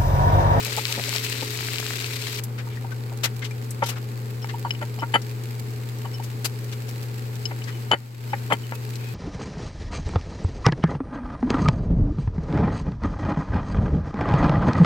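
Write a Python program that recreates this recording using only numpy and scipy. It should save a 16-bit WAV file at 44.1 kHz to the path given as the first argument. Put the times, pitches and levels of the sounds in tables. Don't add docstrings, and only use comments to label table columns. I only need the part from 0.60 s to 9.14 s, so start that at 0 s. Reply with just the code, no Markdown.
import sys
import numpy as np
from scipy import signal
from scipy.fft import rfft, irfft, next_fast_len
from scipy.io import wavfile
from scipy.ndimage import uniform_filter1d, minimum_filter1d

SR = 44100
rng = np.random.default_rng(int(sys.argv[2]) if len(sys.argv) > 2 else 0)


def master(y):
    cut = np.clip(np.atleast_2d(y).T, -1, 1)
    pcm = np.round(cut * 32767)
    wavfile.write(sys.argv[1], SR, pcm.astype(np.int16))


N = 376613
T = np.arange(N) / SR
CUT_S = 1.8

# pitch_hz, level_db
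AIR_AT_GRIDDLE = [(25, -13), (60, -10), (100, 16.5), (170, 4), (330, 8.5), (390, 11.5), (480, 5),
                  (560, 0.5), (640, -10.5), (900, -4.5), (1500, -9), (4000, -19.5)]
AIR_AT_COUNTER = [(25, -8.5), (50, -7.5), (90, 9), (160, 6), (350, 5.5), (520, 3.5), (610, -6.5), (850, -8),
                  (1100, -7), (2200, -13.5), (4000, -31.5), (12000, -26.5)]
# pitch_hz, width_hz, griddle_db, counter_db
DUCT_RESONANCES = [(423.1, 31, -54.5, -51), (533.6, 34, -56, -62.5), (790, 150, -65, -57),
                   (912, 42, -60, -60.5)]
# pitch_hz, griddle_db, counter_db
MOTOR_TONES = [(213.4, -55, -24.5), (229, -53, -23.5), (253.3, -51, -29.5), (264.4, -18, -46),
               (344, -29, -25), (424.8, -12.5, -20)]
HUM_HZ, OVERTONE_DB = 120, -23
HUM_AT_GRIDDLE_DB, HUM_AT_COUNTER_DB = -33, -30.5
MOTOR_WANDER = 0.01124

# pitch_hz, level_db
FAR_FRYING_COLOUR = [(700, -23), (1500, 4.5), (2400, 8), (3400, 2), (4400, 5), (5800, -2), (7000, 0.5),
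                     (8000, 2), (9200, -8), (12000, -1), (16000, -5)]
FAR_DB, FAR_START_DB, FAR_RISE_S = -48.5, -5.5, 3

# pitch_hz, t60_s, level_db
CASE_LOW_MODES = [(294, 0.024, -1), (465, 0.051, -7), (566, 0.045, 0.5), (805, 0.031, 4), (930, 0.056, 3.5),
                  (1137, 0.031, -1), (1380, 0.04, 1), (1554, 0.028, -2), (1740, 0.022, -1.5),
                  (1890, 0.028, -0.5), (2047, 0.028, 2.5), (2380, 0.013, -0.5), (2670, 0.018, -7.5),
                  (3580, 0.0032, -15)]
# pitch_hz, t60_s, level_db
CASE_HIGH_MODES = [(2974, 0.17, 2), (3230, 0.076, -16.5), (4510, 0.37, -13.5), (7050, 0.07, -13.5),
                   (8900, 0.12, -25), (10020, 0.14, -19.5), (14400, .06, -26)]
# start_s, length_s, level_db, centre_hz, fall_db_per_octave, high_modes_db
BUMPS = [(2.067, 0.01, -39.5, 1110, 25, -24), (2.24, 0.013, -35, 950, 23, -25),
         (2.515, 0.022, -41.5, 850, 14, -22), (3.219, 0.016, -17, 830, 7, -23),
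         (3.936, 0.022, -32.5, 950, 35, -20), (4.045, 0.027, -26, 935, 18, -18),
         (4.21, 0.029, -30, 925, 3, -6), (4.376, 0.025, -40, 900, 20, -20),
         (4.416, 0.028, -24.5, 950, 5.5, -20), (4.423, 0.016, -33, 290, 18, -32),
         (4.536, 0.037, -18, 1510, 4, -7), (5.443, 0.018, -34, 895, 9, -5),
         (5.593, 0.014, -33.5, 830, 26, -21), (6.904, 0.019, -33, 930, -1, -12),
         (7.312, 0.04, -13, 1200, -0.5, -6.5), (7.729, 0.016, -21.5, 1000, 2, -18),
         (7.899, 0.034, -22, 800, -1, -5), (7.926, 0.021, -24, 2200, 0, 0),
         (8.127, 0.01, -35, 1240, 8, -22)]
# start_s, level_db, tilt_db_per_octave
KNOCKS = [(3.2283, -11, 1), (3.845, -17, 2.5), (4.4305, -22, -7), (4.5405, -5, 2), (4.5507, -5.5, -2.5),
          (4.558, -2.5, 3), (7.3126, -8, -1), (7.3158, 5, 0.5), (7.3347, 1, -0.5), (7.7352, -16, 3),
          (7.9232, 1, 3), (8.1224, -11, -0.5)]
# pitch_hz, level_db
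KNOCK_COLOUR = [(120, -18.5), (400, -3.5), (850, 2), (1400, -6), (2200, -2.5), (3200, -19.5), (3900, -33),
                (8000, -31), (16000, -38)]
# start_s, free_s, level_db, lowest_mode_hz, tilt_db_per_octave
SINGS = [(4.5398, 0.026, -22, 3040, 3), (7.3144, 0.029, -11, 3008, -5.5), (7.9252, .011, -25, 3130, -3)]
GRIP_DETUNE, GRIP_DB = 0.0067, 2
GRIP_DAMPING = 0.22
KNOCK_BODY_DB = -5
CONTACT_HZ = 4200
SING_ATTACK_S, SING_STOP_S = 0.002, 0.032

# start_s, level_db (right side)
FOIL_TICKS = [(2.574, -19.5), (2.765, -20), (2.793, -20), (3.044, -23), (3.995, -20), (4.252, -23),
              (4.837, -20), (4.997, -16.5), (5.289, -19.5), (5.386, -22), (6.011, -37), (6.044, -21),
              (6.38, -23), (6.429, -17.5), (6.755, -19), (8.153, -16), (8.302, -23)]
# pitch_hz, level_db
TICK_COLOUR = [(1000, -7), (3000, 0), (7500, -1), (9500, -6), (13000, -3), (16000, -2)]
TICK_LEFT_DB = -7

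# start_s, level_db, tilt_db_per_octave
CLINKS = [(4.107, -12, 4.5), (4.149, -28, -4), (6.855, -15.5, 17), (7.019, -29, -12)]
# pitch_hz, t60_s, level_db
CLINK_MODES = [(2360, 0.011, 8.5), (2800, 0.018, 8.5), (3010, 0.044, 12), (4040, 0.029, -7),
               (5193, 0.04, 1.5), (7060, 0.02, -17.5)]
# start_s, length_s, level_db, tilt_db_per_octave
SQUEAKS = [(3.818, 0.025, -45.5, 9), (4.389, 0.025, -41, 8), (5.534, 0.026, -43, 13), (7.695, .03, -50, 12),
           (7.103, 0.073, -50.5, -22), (8.029, 0.024, -46, -21)]
# pitch_hz, t60_s, level_db
TINE_MODES = [(3006, 0.096, 5), (5400, 0.051, -5.5)]
# start_s, length_s, level_db, centre_hz, fall_db_per_octave, resonance_db
RUSTLES = [(1.836, 0.0071, -28, 13200, 6, -3), (1.978, 0.043, -39.5, 1970, 11, -21),
           (2.091, 0.11, -51, 2380, 16, -7), (2.168, .008, -41, 1890, 11, 3),
           (2.316, 0.014, -37.5, 1520, 6, -2), (2.632, 0.035, -21.5, 2540, 4.5, -17),
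           (2.667, 0.014, -36.5, 2000, 13, -15), (2.816, 0.027, -35, 2110, 14, -1),
           (2.839, 0.036, -36.5, 2800, 9, -22), (2.907, 0.011, -37.5, 2390, 2, 2),
           (3.105, 0.01, -32.5, 9300, 20, -15), (3.231, 0.022, -34, 3230, 9, -7),
           (3.256, 0.031, -33, 3970, 3, -16), (3.284, 0.027, -29, 2950, 2.5, -12),
           (3.31, 0.035, -41, 1490, 8, -15), (3.356, 0.035, -40.5, 1410, 8, -8),
           (3.888, 0.027, -36, 2100, 9.5, -5), (4.616, 0.0099, -42.5, 5500, 14, -15),
           (5.632, 0.025, -41.5, 6130, 4, -21), (5.843, 0.024, -23.5, 4940, 2, -15),
           (6.121, 0.02, -38.5, 2420, 6, -19), (6.28, 0.028, -41, 5950, -0.5, -20),
           (7.038, 0.0075, -40, 5100, 16, -15), (7.069, 0.045, -40, 2000, 9, -5),
           (7.927, 0.0084, -22.5, 8900, -4.5, -21), (8.136, 0.029, -43, 2560, -3, -1),
           (8.354, 0.0057, -37, 4170, 9, -10), (8.385, 0.19, -50, 2540, 18, 3)]
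# pitch_hz, level_db
RUSTLE_COLOUR = [(50, -21), (200, 15), (700, 9.5), (1700, 3.5), (3000, 3), (4500, 1.5), (7500, 3),
                 (9500, -2), (12000, 4), (16000, -4)]
BOUNCE_S, BOUNCE_DB = 0.0041, -2.5
RUSTLE_RING_S = 0.029

# pitch_hz, level_db
FRYING_COLOUR = [(350, -28), (600, -13), (634, -9), (688, -1.5), (801, -15), (881, -7), (1730, -3),
                 (2340, 3), (3430, -2), (3990, 1), (6120, -6.5), (7940, -4), (9240, -11), (13200, -7),
                 (16000, -13)]
# start_s, level_db, centre_hz
SPITS = [(0.049, -6.5, 11000), (.166, -8, 9000), (.254, -8.5, 2940), (0.324, -14, 4630), (.326, -8, 5100),
         (0.439, -14.5, 2700), (0.493, -9.5, 5600), (.538, -16, 3650), (0.562, -7.5, 4400),
         (.583, -12, 3300), (.699, -10.5, 9000), (.81, -16, 3500), (.913, -24, 4000), (.975, -14, 7040),
         (1.069, -17, 6000), (1.159, -15, 2330), (1.184, -12, 3530), (1.266, -14.5, 4580),
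         (1.298, -30, 3500), (1.392, -17, 3000), (1.402, -18, 2310), (1.444, -14, 2180),
         (1.671, -16.5, 2340), (1.774, -21, 5500), (1.789, -22, 1990)]
# start_s, hold_s, rise_db
FLARES = [(0.03, 0.6, 2), (1.094, 0.3, 1)]
# start_s, length_s, steam_db, thud_db, thud_tilt_db_per_octave
STROKES = [(0.057, 0.054, -43, -40, -3), (0.17, 0.026, -31, -27, 4), (0.282, 0.057, -35, -42.5, 10),
           (0.369, 0.042, -56, -33, -1), (0.471, 0.028, -44, -40, -1), (0.534, 0.047, -30.5, -42.5, 3),
           (0.633, 0.029, -29, -52, -2), (0.713, 0.028, -32.5, -61, 0), (0.82, 0.017, -34, -30.5, -6.5)]
# pitch_hz, t60_s, level_db
PLATE_MODES = [(265, 0.02, 1.5), (397, 0.027, -2), (545, 0.059, 6.5), (700, 0.016, 2.5), (895, 0.02, 5),
               (990, .015, -2), (1230, 0.025, -5)]
FRYING_DB, FLARE_ATTACK_S, FLARE_RELEASE_S = -34.5, 0.021, 0.043
SPIT_FALL_DB = 6.4
CLICK_S, CLICK_DB = 1.2, -7
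CUT_FADE_S = 0.015

# pitch_hz, left_minus_right_db, side_gain_db
NEAR_PORTS = [(100, 7, -13), (500, 2, -7), (850, 3, -1.5), (1400, 5.5, 1), (2520, 8.5, -2.5), (4940, 7, 2),
              (7150, 7.5, -1.5), (10900, -1, -7)]
CASE_PORTS = [(300, 2.3, 5), (850, 1.7, -5.5), (1400, 2.3, -1), (2920, 9.7, -8), (7300, 5, 0)]
ROOM_PORTS = [(120, 2.5, -5), (240, 0.5, -8.5), (423, -0.5, -4), (786, 1.5, 1), (1350, 2, 4),
              (2130, 2.5, -2.5), (5360, -2, 1.5), (7800, 0, -6), (11900, -6, -5)]
PORT_LAG = 10
CEILING, TOP_HZ = 0.9, 15900


def undb(db):
    return 10 ** (np.asarray(db) / 20)


def unit(x):
    return x / np.sqrt(np.mean(x ** 2))


def add(track, start_s, x):
    i = max(int(start_s * SR), 0)
    track[:, i:i + x.shape[1]] += x[:, :N - i]


def response(points, tilt_db=0, size=4096):
    hz, db = np.transpose(points)
    octave = np.log2(np.maximum(np.fft.rfftfreq(size, 1 / SR), 1))
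    gain = undb(np.interp(octave, np.log2(hz), db + tilt_db * np.log2(hz)))
    cepstrum = irfft(np.log(gain))
    cepstrum[1:size // 2] *= 2
    cepstrum[size // 2 + 1:] = 0
    h = irfft(np.exp(rfft(cepstrum)))
    return h / np.linalg.norm(h)


def through(x, h):
    return signal.oaconvolve(x, h[None], axes=1)[:, :x.shape[1]]


def cut(x, kind, edge_hz):
    return signal.sosfilt(signal.butter(4, edge_hz, kind, fs=SR, output="sos"), x)


def wander(per_s):
    return unit(signal.resample(rng.standard_normal(int(per_s * N / SR)), N))


def ring(modes, size=5000):
    t = np.arange(size) / SR
    x = np.zeros(size)
    for k, (hz, t60, db) in enumerate(modes):
        decay = undb(db - 60 * t / t60) / np.sqrt(t60)
        x += (-1) ** k * decay * np.sin(2 * np.pi * hz * t)
    return x


def tilted(modes, tilt_db, about_hz):
    return [(hz, t60, db + tilt_db * np.log2(hz / about_hz)) for hz, t60, db in modes]


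def narrowed(colour, centre_hz, fall_db):
    return [(hz, db - fall_db * abs(np.log2(hz / centre_hz))) for hz, db in colour]


def pops(count, per_s, spread_db):
    chance = rng.random(count)
    sign = rng.choice([-1, 1], count)
    size = rng.exponential(size=count)
    return (chance < per_s / SR) * sign * undb(spread_db * np.minimum(size, 6))


def ports(clicks, wet_db, t60):
    keep = undb(-120 / (t60 * SR))
    energy = signal.lfilter([0, 1 - keep], [1, -keep], clicks ** 2 + 1e-18)
    scatter = np.sqrt(energy) * rng.standard_normal((2, len(clicks)))
    scatter = signal.sosfilt(signal.butter(2, 1100, "high", fs=SR, output="sos"), scatter)
    late = np.pad(clicks, (PORT_LAG, 0))[:-PORT_LAG]
    return np.array([clicks, late]) + undb(wet_db) * scatter


def burst(length, h, per_s, spread_db, wet_db, t60, skew=0.59, size=12000):
    progress = np.minimum(np.arange(size) / (length * SR), 1)
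    swell = np.sin(np.pi * progress ** skew)
    x = through(ports(pops(size, per_s, spread_db) * swell, wet_db, t60), h)
    return x * np.sqrt(2 * length * SR / (np.sum(x ** 2) + 1e-18))


def tap(h, wet_db, t60, size=6000):
    return through(ports(signal.unit_impulse(size), wet_db, t60), h / np.abs(h).max())


def shade(x, table):
    size = next_fast_len(N + 4096)
    hz, *columns = np.transpose(table)
    balance_db, side_db = (np.interp(np.fft.rfftfreq(size, 1 / SR), hz, c) for c in columns)
    left, right = rfft(x, size)
    side = (left - right) * undb(side_db)
    pair = (left + right + np.outer([1, -1], side)) / 2
    return irfft(pair * undb(np.outer([0.5, -0.5], balance_db)), size)[:, :N]


def air(colour, db, duct_dbs):
    x = undb(db) * through(rng.standard_normal((2, N)), response(colour))
    for (hz, width, *_), duct_db in zip(DUCT_RESONANCES, duct_dbs):
        peak = signal.iirpeak(hz, hz / width, SR)
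        band = signal.lfilter(*peak, rng.standard_normal((2, N)))
        x += undb(duct_db) * unit(signal.lfilter(*peak, band))
    return x


def fan():
    _, _, griddle_duct, counter_duct = np.transpose(DUCT_RESONANCES)
    griddle_air = air(AIR_AT_GRIDDLE, db=-40.5, duct_dbs=griddle_duct)
    counter_air = air(AIR_AT_COUNTER, db=-41.2, duct_dbs=counter_duct)
    at_griddle = T < CUT_S
    rush = np.where(at_griddle, griddle_air, counter_air)
    hum = np.sin(2 * np.pi * HUM_HZ * T)
    hum += undb(OVERTONE_DB) * np.sin(2 * np.pi * 2 * HUM_HZ * T)
    turning = np.cumsum(1 + MOTOR_WANDER * wander(20)) / SR
    for hz, griddle_db, counter_db in MOTOR_TONES:
        gain = np.where(at_griddle, undb(griddle_db), undb(counter_db))
        hum += gain * np.sin(2 * np.pi * (hz * turning + rng.random()))
    hum_gain = undb(np.where(at_griddle, HUM_AT_GRIDDLE_DB, HUM_AT_COUNTER_DB))
    return rush + np.sqrt(2) * hum * hum_gain


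def far_griddle():
    ticks = unit(ports(pops(N, per_s=2600, spread_db=3.6), wet_db=14, t60=0.012))
    heard = undb(3.5) * ticks + undb(-1.5) * rng.standard_normal((2, N))
    suppression = np.exp(-np.maximum(T - CUT_S, 0) / FAR_RISE_S)
    gain = undb(FAR_DB + FAR_START_DB * suppression)
    return through(heard, response(FAR_FRYING_COLOUR)) * gain * (T >= CUT_S)


def gripped_case(centre_hz, fall_db, high_db):
    hz, t60, db = np.transpose(CASE_LOW_MODES)
    detune, uneven = rng.standard_normal((2, len(hz)))
    gripped_hz = hz * (1 + GRIP_DETUNE * detune)
    gripped_db = db + GRIP_DB * uneven - fall_db * abs(np.log2(hz / centre_hz))
    high = np.array(CASE_HIGH_MODES) * [1, GRIP_DAMPING, 1]
    return ring(zip(gripped_hz, t60, gripped_db)) + undb(high_db) * ring(high)


def singing_case(free_s, lowest_hz, tilt_db):
    modes = np.array(CASE_HIGH_MODES) * [lowest_hz / CASE_HIGH_MODES[0][0], 1, 1]
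    x = ring(tilted(modes, tilt_db, about_hz=lowest_hz))
    t = T[:len(x)]
    choke = undb(-60 * np.maximum(t - free_s, 0) / SING_STOP_S)
    return x * np.minimum(t / SING_ATTACK_S, 1) * choke


def handling():
    x = np.zeros((2, N))
    for s, length, db, centre_hz, fall_db, high_db in BUMPS:
        case = gripped_case(centre_hz, fall_db, high_db)
        add(x, s, undb(db) * burst(length, case, per_s=3300, spread_db=3.5, wet_db=-6, t60=0.062))
    body = ring(CASE_LOW_MODES)
    for s, db, tilt_db in KNOCKS:
        crack = response(KNOCK_COLOUR, tilt_db, size=len(body))
        knock = crack + undb(KNOCK_BODY_DB) * body / np.linalg.norm(body)
        add(x, s, undb(db) * tap(cut(knock, "low", CONTACT_HZ), wet_db=-10.5, t60=0.02))
    for s, free_s, db, lowest_hz, tilt_db in SINGS:
        add(x, s, undb(db) * tap(singing_case(free_s, lowest_hz, tilt_db), wet_db=4, t60=0.0046))
    return cut(x, "high", edge_hz=86)


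def foil_ticks():
    x = np.zeros((2, N))
    for s, db in FOIL_TICKS:
        add(x, s, undb(db) * tap(response(TICK_COLOUR), wet_db=6.0, t60=0.032))
    return x * undb([[TICK_LEFT_DB], [0]])


def counter():
    x = np.zeros((2, N))
    for s, db, tilt_db in CLINKS:
        clink = ring(tilted(CLINK_MODES, tilt_db, about_hz=3000))
        for at, touch_db in (s, db), (s + BOUNCE_S, db + BOUNCE_DB):
            add(x, at, undb(touch_db) * tap(clink, wet_db=-16, t60=0.011))
    for s, length, db, tilt_db in SQUEAKS:
        tines = ring(tilted(TINE_MODES, tilt_db, about_hz=3000))
        add(x, s, undb(db) * burst(length, tines, per_s=3500, spread_db=1.5, wet_db=5.0, t60=0.028))
    for s, length, db, centre_hz, fall_db, ring_db in RUSTLES:
        crackle = response(narrowed(RUSTLE_COLOUR, centre_hz, fall_db))
        patch = ring([(centre_hz, RUSTLE_RING_S, 0)], size=len(crackle))
        h = crackle + undb(ring_db) * patch / np.linalg.norm(patch)
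        rustle = burst(length, h, per_s=5000, spread_db=3.0, wet_db=5.0, t60=0.047, skew=0.57)
        add(x, s, undb(db) * rustle)
    return x


def crisp_click():
    x = np.zeros((2, N))
    add(x, CLICK_S, undb(CLICK_DB) * tap(response(RUSTLE_COLOUR), wet_db=-3, t60=0.02))
    return x


def bubbles(per_s, centre_hz, cycles, spread_db, size=256):
    x, t = np.zeros((2, N)), np.arange(size) / SR
    for wait, pitch, strength, place in rng.random((int(per_s * CUT_S), 4)):
        hz = centre_hz * 2 ** (2 * pitch - 1)
        pop = np.sin(2 * np.pi * hz * t) * undb(-60 * t * hz / cycles)
        pair = np.array([pop, np.roll(pop, int(2 * place * PORT_LAG))])
        gain = undb(-spread_db * np.log(max(strength, 0.03)))
        add(x, wait * CUT_S, pair * gain)
    return x


def frying_level():
    db = FRYING_DB
    for s, hold_s, rise_db in FLARES:
        rise = np.clip((T - s) / FLARE_ATTACK_S, 0, 1)
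        fall = np.exp(-np.maximum(T - s - hold_s, 0) / FLARE_RELEASE_S)
        db = db + rise_db * rise * fall
    return undb(db)


def griddle():
    fizz = response(FRYING_COLOUR)
    flicker = undb(1.47 * wander(88))
    crackle = ports(pops(N, per_s=6500, spread_db=2.5) * flicker, wet_db=7.5, t60=0.0045)
    popping = undb(6.5) * bubbles(per_s=150, centre_hz=3100, cycles=7, spread_db=3.9)
    x = (undb(0.76) * unit(through(crackle, fizz)) + popping) * frying_level()
    for s, db, centre_hz in SPITS:
        spit = response(narrowed(FRYING_COLOUR, centre_hz, SPIT_FALL_DB))
        add(x, s, undb(db) * tap(spit, wet_db=-3.5, t60=0.0083))
    for s, length, steam_db, thud_db, tilt_db in STROKES:
        plate = cut(ring(tilted(PLATE_MODES, tilt_db, about_hz=600)), "high", edge_hz=130)
        steam = burst(length, fizz, per_s=11000, spread_db=5.5, wet_db=25, t60=0.057)
        thud = burst(length, plate, per_s=2300, spread_db=-0.5, wet_db=-6, t60=0.044)
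        add(x, s, undb(steam_db) * steam)
        add(x, s, undb(thud_db) * thud)
    return x * np.clip(0.5 + (CUT_S - T) / CUT_FADE_S, 0, 1)


def scene():
    room = shade(far_griddle() + fan(), ROOM_PORTS)
    case = shade(handling(), CASE_PORTS)
    near = shade(griddle() + crisp_click() + counter(), NEAR_PORTS) + foil_ticks()
    return room + case + near


def limiter(x, ceiling, hold_s, release_s):
    need = np.minimum(1, ceiling / (np.abs(x).max(axis=0) + 1e-9))
    hold, release = int(hold_s * SR / 2), int(release_s * SR / 2)
    held = minimum_filter1d(need, 2 * hold + 1, origin=hold)
    climbing = uniform_filter1d(held, 2 * release + 1, origin=release)
    return x * np.minimum(held, climbing)


def record(dry):
    limited = limiter(dry, ceiling=CEILING, hold_s=0.24, release_s=0.1)
    return signal.sosfilt(signal.ellip(10, 0.2, 70, TOP_HZ, fs=SR, output="sos"), limited)


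dry = scene()
out = record(dry)
master(out)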